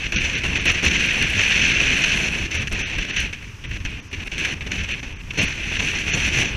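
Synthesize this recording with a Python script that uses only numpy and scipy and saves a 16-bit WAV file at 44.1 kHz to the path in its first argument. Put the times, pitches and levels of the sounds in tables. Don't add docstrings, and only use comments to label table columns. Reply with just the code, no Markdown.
import sys
import numpy as np
from scipy import signal
from scipy.fft import rfft, irfft
from scipy.io import wavfile
from scipy.ndimage import uniform_filter1d

SR = 44100
rng = np.random.default_rng(int(sys.argv[2]) if len(sys.argv) > 2 else 0)


def waveform_to_disk(signal):
    frames = np.transpose(np.atleast_2d(signal))
    scaled = np.clip(frames, -1, 1) * 32767
    samples = np.round(scaled).astype(np.int16)
    wavfile.write(sys.argv[1], SR, samples)


def volts_from_db(level):
    exponent = np.asarray(level, float) / 20
    return 10 ** exponent


N = 289296


def unit(x):
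    return x / np.sqrt(np.mean(x ** 2))


def coloured(shape):
    hz, db = np.transpose(shape)
    f = np.arange(N // 2 + 1) * SR / N + 1
    gain_db = np.interp(np.log(f), np.log(hz), db, -90, -90)
    return unit(irfft(rfft(rng.standard_normal(N)) * volts_from_db(gain_db), N))


def ring(x, hz, width):
    return signal.lfilter(*signal.iirpeak(hz, hz / width, fs=SR), x)


def walk(rate):
    hold = int(SR / rate)
    steps = np.repeat(rng.standard_normal(N // hold + 1), hold)
    return unit(uniform_filter1d(uniform_filter1d(steps, hold), hold)[:N])


def port(db, bright_db, whirl):
    snaps = volts_from_db(np.minimum(3.5 * rng.exponential(size=N), 12)) * (rng.random(N) < 300 / SR)
    air = rng.standard_normal(N) + 2.0 * snaps
    air = air * volts_from_db(db + 0.18 * whirl + 1.42 * walk(250))
    return cavity(air, volts_from_db(bright_db)) / np.std(cavity(rng.standard_normal(N), 0.25))


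# f/Hz, width/Hz, level/dB
CAVITY = [
    (1647, 338, -3),
    (2003, 534, -2),
    (2598, 434, 3),
    (3140, 2300, -23.5),
    (4120, 100, -15.5),
    (6063, 440, -10.5),
    (7240, 240, -21),
]


def cavity(x, bright):
    y = 0
    for k, (hz, width, db) in enumerate(CAVITY):
        drive = x * bright ** (hz > 3800)
        y = y + (-1) ** k * volts_from_db(db) * ring(drive, hz, width)
    y = y - .6 * ring(y, 4894, 1170)
    return signal.sosfilt(signal.butter(4, [1400, 7800], "band", fs=SR, output="sos"), y)


# t/s, rush at the port/dB, fineness of the turbulence/dB, weight of big vortices/dB
GUST = [(0.0, -28.5, -3, -1.5), (0.2, -24, -1.5, -1), (0.4, -26.5, -2, -0.5), (1.59, -17, -2.5, 0),
        (2.19, -20.5, 1, 0.5), (2.39, -26, 1, 2.5), (2.98, -28, -6.5, 2), (3.18, -20.5, 0, -3),
        (3.58, -49, -10, -1.5), (3.78, -28.5, -2, -0.5), (4.17, -36.5, -7, -1.5), (4.37, -24, -1, 2),
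        (4.97, -29, -2.5, -2), (5.17, -43.8, -6, -1), (5.37, -23, 4, 4), (5.57, -29, -3, -0.5),
        (6.36, -20, 3.5, 2), (6.56, -30.5, -7, 3)]


def gale():
    s, *columns = np.transpose(GUST)
    return [np.interp(np.arange(N) / SR, s, c) for c in columns]


# t/s, length/s, change of rush/dB, fineness/dB
PUFFS = [(0.161, 0.027, 4.5, 2), (0.242, 0.016, 4, 0), (0.349, 0.04, 3, 0), (0.437, 0.03, 3.5, 3),
         (0.554, 0.023, 5, -1), (0.649, 0.056, 5.5, 3), (0.691, 0.026, 4, -5), (0.825, 0.061, 5.5, 4.5),
         (0.908, 0.061, 2.5, 2.5), (0.997, 0.07, 2, 2.5), (1.211, 0.023, 3, -5), (2.037, 0.01, 6, -1),
         (2.542, 0.045, 4.2, 0), (2.617, 0.013, 3.7, 4), (2.723, 0.011, 3, 12), (2.79, 0.048, 2.5, 7),
         (2.98, 0.017, 3, -13), (3.085, 0.025, 5, 2), (3.638, 0.019, 9.5, -14), (3.709, 0.0061, 5.5, -9),
         (4.129, 0.022, 5.5, 2), (4.448, 0.0095, 3.5, 8), (4.607, 0.022, 8, -8), (4.91, 0.03, 5, 7),
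         (5.305, 0.0095, 12.5, -3), (5.386, 0.064, 5.5, 3), (5.715, 0.093, 3.7, -2.5),
         (5.797, 0.12, 1.8, 4), (6.133, 0.019, 1.5, 19.5), (6.385, 0.047, 4, 2)]
# t/s, length/s, change of rush/dB, fineness/dB
LULLS = [(0.077,0.044,-5.5,4),(.61,0.026,-2,-4),(0.804,0.034,-3,3),(1.248,0.09,-2,1),(1.465,0.03,-3.5,4),(1.568,0.02,-3,4),(1.72,0.076,-1.5,-4),(2.289,0.024,-5,1),(2.467,0.038,-8,-3),(2.642,0.029,-6.5,-4),(2.683,0.027,-13.5,14),(3.052,0.11,-6.4,-5),(3.27,.06,-5,-18),(3.349,.07,-5,-10),(3.773,0.072,-10,-4),(3.864,0.14,-3.5,-14),(4.003,0.11,-12.5,3),(4.238,0.02,-17,2),(4.281,0.034,-16,3),(4.341,.036,-6,-8),(4.542,.121,-12,-7),(4.678,0.029,-10,4),(4.852,0.027,-5.5,-6),(4.947,0.046,-4,-1),(5.004,0.024,-12,8),(5.216,.019,-15,12),(5.237,0.1377,-10,-6),(5.775,0.016,-7.5,5),(6.021,.039,-5.5,1),(6.29,0.041,-4.5,-6)]


def eddies(rise_s, fall_s):
    db = np.zeros((2, N))
    for s, length, change, fine in PUFFS + LULLS:
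        db[:, int(s * SR):int((s + length) * SR)] += np.array([[change], [change + fine]])

    def slew(seconds):
        k = int(seconds * SR) + 1
        return uniform_filter1d(db, k, origin=(k - 1) // 2)

    return np.maximum(slew(rise_s), slew(fall_s))


# t/s, overshoot/dB, thump of the vortices/dB
FRONTS = [(.121,7.5,2.5),(.16,5,-0.5),(0.435,4,3),(0.655,5.5,4),(.83,3,6),(2.51,3.5,-5),(2.671,4.5,-2.5),(2.715,1.5,1),(2.983,5.5,-1),(3.05,2.5,3.5),(3.327,10,-2.5),(3.713,4.5,-2.5),(3.801,8,0),(3.85,9.5,3.5),(4.128,5.5,1),(4.258,-6.5,-1),(4.315,0.5,-4),(4.38,4.5,-0.5),(4.606,5.5,1),(4.665,0.5,3),(4.717,5.5,0),(4.836,5.5,0.5),(4.888,5,-1),(5.028,4,3),(5.304,1.5,-5.5),(5.334,4.5,0),(5.374,1.5,5),(5.451,2.5,-2.5),(5.792,0,2),(6.125,4.5,-1)]


def fronts():
    overshoot_s, thump_s, draw_s = 0.0058, 0.1, 0.018
    s, db, thump_db = np.transpose(FRONTS)[:, :, None]
    lag = np.arange(0, N, 8) / SR - s
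    after, before = lag >= 0, lag < 0

    def fade(size, decay):
        return np.repeat((size * np.exp(-np.abs(lag) / decay)).sum(0), 8)[:N]

    return fade(db * after, overshoot_s) - fade(db * before, draw_s), fade(thump_db * after, thump_s)


# f/Hz, level/dB
BUFFET = [(8.8, -48), (15, 0.5), (81, 2.5), (250, -14.5), (320, -17), (550, -120)]


def buffet(gust, weight, strike, thump, heave):
    db = -31.5 + 0.31 * gust + 0.76 * weight + .6 * thump + 1.03 * heave
    db = db + .3 * uniform_filter1d(strike, 900) + 1.9 * walk(13)
    return coloured(BUFFET) * volts_from_db(db)


# f/Hz, level/dB
FLUTTER = [(120, -2), (200, -1), (350, -6), (550, -12.5), (800, -16), (1200, -17), (1500, -18.5)]


def flutter(gust, weight, strike, thump, heave, whirl):
    vortices = coloured(FLUTTER)
    big = signal.sosfiltfilt(signal.butter(3, 420, fs=SR, output="sos"), vortices)
    small = vortices - big
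    vortices = big * volts_from_db(1.76 * walk(35) + 0.7 * heave) + small * volts_from_db(0.21 * whirl + 2.1 * walk(60))
    db = -37.5 + 0.66 * gust + weight + thump + 0.72 * uniform_filter1d(strike, 200)
    return vortices * volts_from_db(db)


# f/Hz, level/dB
EDGE = [(6500, -4), (7600, 14), (8500, 5), (9500, 9), (10800, 6), (12000, -0.5), (14000, -5), (15200, -26)]


def edge(gust, fine, spit, whirl):
    db = -56.5 + 0.87 * gust + fine + 0.93 * spit + 0.28 * whirl
    return coloured(EDGE) * volts_from_db(db + 1.5 * walk(60) + 1.4 * walk(300))


# t/s, peak/dB, swing f/Hz, length/s
SLAPS = [(0.142, -7.5, 52.7, 0.016), (0.67, -17, 68.6, 0.017), (0.85, -9, 73.4, 0.04),
         (1.352, -13, 94.5, 0.038), (1.691, -14, 53.8, 0.018), (1.885, -13, 43.1, 0.02),
         (2.416, -9, 62.6, 0.019), (2.724, -12, 39, 0.018), (2.977, -11, 40.4, 0.031),
         (3.485, -24, 95, 0.016), (3.537, -19, 92, 0.014), (4.174, -13, 84, 0.018),
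         (4.321, -18, 48.4, 0.04), (4.82, -15, 40, 0.024), (5.163, -25, 45.8, 0.037),
         (5.375, -14, 151.7, 0.044), (5.392, -10, 99, 0.024), (5.601, -15, 56.5, 0.031),
         (6.129, -15, 149, 0.034), (6.36, -11.5, 121, 0.046), (6.404, -25, 92, 0.029)]


def slaps():
    out, t = np.zeros(N + 4000), np.arange(4000) / SR
    for (s, db, hz, length), side in zip(SLAPS, rng.choice([-1, 1], len(SLAPS))):
        swing = np.sin(2 * np.pi * hz * t) * t / length * np.exp(1 - t / length * 2) * 2
        out[int(s * SR):int(s * SR) + 4000] += side * volts_from_db(db - 9.5) * swing
    return out[:N]


# t/s, peak/dB, ring f/Hz, brightness/dB
DROPS = [(0.5984, -51, 8700, -6), (0.614, -40, 9280, -7.5), (0.6479, -38, 9130, -6),
         (0.7187, -29, 9470, -6), (0.852, -25, 9300, -8), (1.0625, -35, 9520, 2), (1.1344, -34, 8930, -3),
         (1.1877, -36, 9990, -6), (1.225, -24, 9550, -13), (1.2905, -41, 9800, -6), (1.3029, -28, 9600, -6),
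         (1.9894, -36, 8910, -6), (2.55, -31, 9550, -11), (2.7262, -37, 9680, -9), (2.9846, -37, 9210, -6),
         (3.2036, -26, 9400, -10), (3.2281, -42, 9290, -6), (3.3293, -51, 8850, -6),
         (3.4291, -49, 10000, -6), (3.9065, -46, 9090, -20), (4.2587, -44, 8800, -17),
         (4.2715, -38, 10200, -6), (4.8888, -52, 9640, -6), (5.5558, -48, 9990, -6)]


def drops():
    out, t = np.zeros(N + 400), np.arange(400) / SR
    for (s, db, hz, bright_db), turn in zip(DROPS, rng.random(len(DROPS))):
        tick = np.sin(2 * np.pi * hz * t) * np.exp(-t / 0.00036)
        splat = np.sin(2 * np.pi * (11800 + 2200 * turn) * t) * np.exp(-t / .00015)
        a = int((s + .0007) * SR)
        out[a:a + 400] += volts_from_db(db + 6.0) * (tick + volts_from_db(bright_db - 4) * splat)
    return out[:N] + volts_from_db(3) * ring(out[:N], 5500, 1700)


# f/Hz, level/dB
BREAKERS = [(150, -22), (407, 2), (728, -32), (890, -4), (2700, -5.5), (3960, -18), (6020, -6.5),
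            (12000, -53)]


def breakers():
    return coloured(BREAKERS) * volts_from_db(-49 + 0.47 * walk(9.6))


# f/Hz, level/dB
WHINE = [(11687, -84), (11719, -78), (14626, -87)]
# f/Hz, level/dB
CIRCUIT = [(5000, -10), (8000, -4), (12000, -9), (14500, -18), (15300, -14)]


def circuit():
    t = np.arange(N) / SR
    tones = 0
    for hz, db in WHINE:
        tones = tones + volts_from_db(db + 4) * np.sin(2 * np.pi * hz * t + .35 * walk(12))
    early_db = -11 * (t < 2.4)
    return tones * volts_from_db(early_db) + volts_from_db(-64) * coloured(CIRCUIT)


def scene():
    rush, fine, weight = gale()
    gust = rush + 28
    (strike, spit), whirl = eddies(0.00033, 0.0025), walk(40)
    (front, thump), heave = fronts(), walk(14)
    strike, spit = strike + front, spit + 2.3 * front
    bright_db = .3 * (spit - strike) + 0.49 * fine + 1.12 * walk(25)
    wind = port(rush - .6 + 1.065 * strike, bright_db, whirl)
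    wind += buffet(gust, weight, strike, thump, heave)
    wind += flutter(gust, weight, strike, thump, heave, whirl)
    wind += edge(gust, fine, spit, whirl)
    return (wind + slaps() + drops() + breakers() + circuit())[None]


def thin_out(piece, hz, coarse_db):
    window = signal.windows.cosine(len(piece))
    lines = rfft(piece * window)
    power, f = np.abs(lines) ** 2, np.arange(len(lines)) * SR / len(piece)
    band_power = uniform_filter1d(power, size=25)
    step = band_power[f > 1500].max() * volts_from_db(2 * coarse_db)
    spared = np.repeat(rng.random(len(f) // 6 + 1) < .3, 6)[:len(f)]
    weak = band_power < 2 * step
    lost = (f > hz) | (weak & ~spared) | (~weak & (power < 2 * step))
    return window * irfft(lines * lost, len(piece))


def roll_off(x):
    return signal.sosfilt(signal.butter(12, 15710, fs=SR, output="sos"), x)


# middle t/s, length/s, kept up to f/Hz, threshold under the strongest band/dB
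THINNED = [(.178, .046, 6600, -21), (.361, .023, 7000, -24), (.596, .023, 7000, -24),
           (.682, .023, 7600, -27), (2.586, .023, 7000, -21), (2.842, .055, 6600, -20),
           (3.12, .023, 6800, -23), (3.186, .023, 7000, -25), (3.675, .023, 7000, -20),
           (4.015, .023, 6800, -18), (4.096, .023, 6800, -18), (4.932, .023, 7400, -23),
           (5.149, .023, 6700, -18), (5.182, .023, 9000, -17), (5.401, .023, 6800, -24),
           (5.467, .023, 7600, -24), (6.133, .04, 7200, -21)]


def record(dry):
    x = signal.sosfilt(signal.ellip(8, .3, 60, 15200, fs=SR, output="sos"), dry[0])
    top = signal.sosfiltfilt(signal.butter(8, 13800, "high", fs=SR, output="sos"), x)
    x = x + top * (volts_from_db(5.5 * walk(45) - 2) - 1)
    out, hop = x.copy(), 1024
    for s, length, hz, coarse_db in THINNED:
        count = round(length * SR / hop)
        depth = .92 if count == 1 else .99
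        for a in int(s * SR) - (count + 1) * hop // 2 + hop * np.arange(count):
            out[a:a + 2 * hop] -= depth * thin_out(x[a:a + 2 * hop], hz, coarse_db)
    return roll_off(out[None])


dry = scene()
out = record(dry)
waveform_to_disk(out)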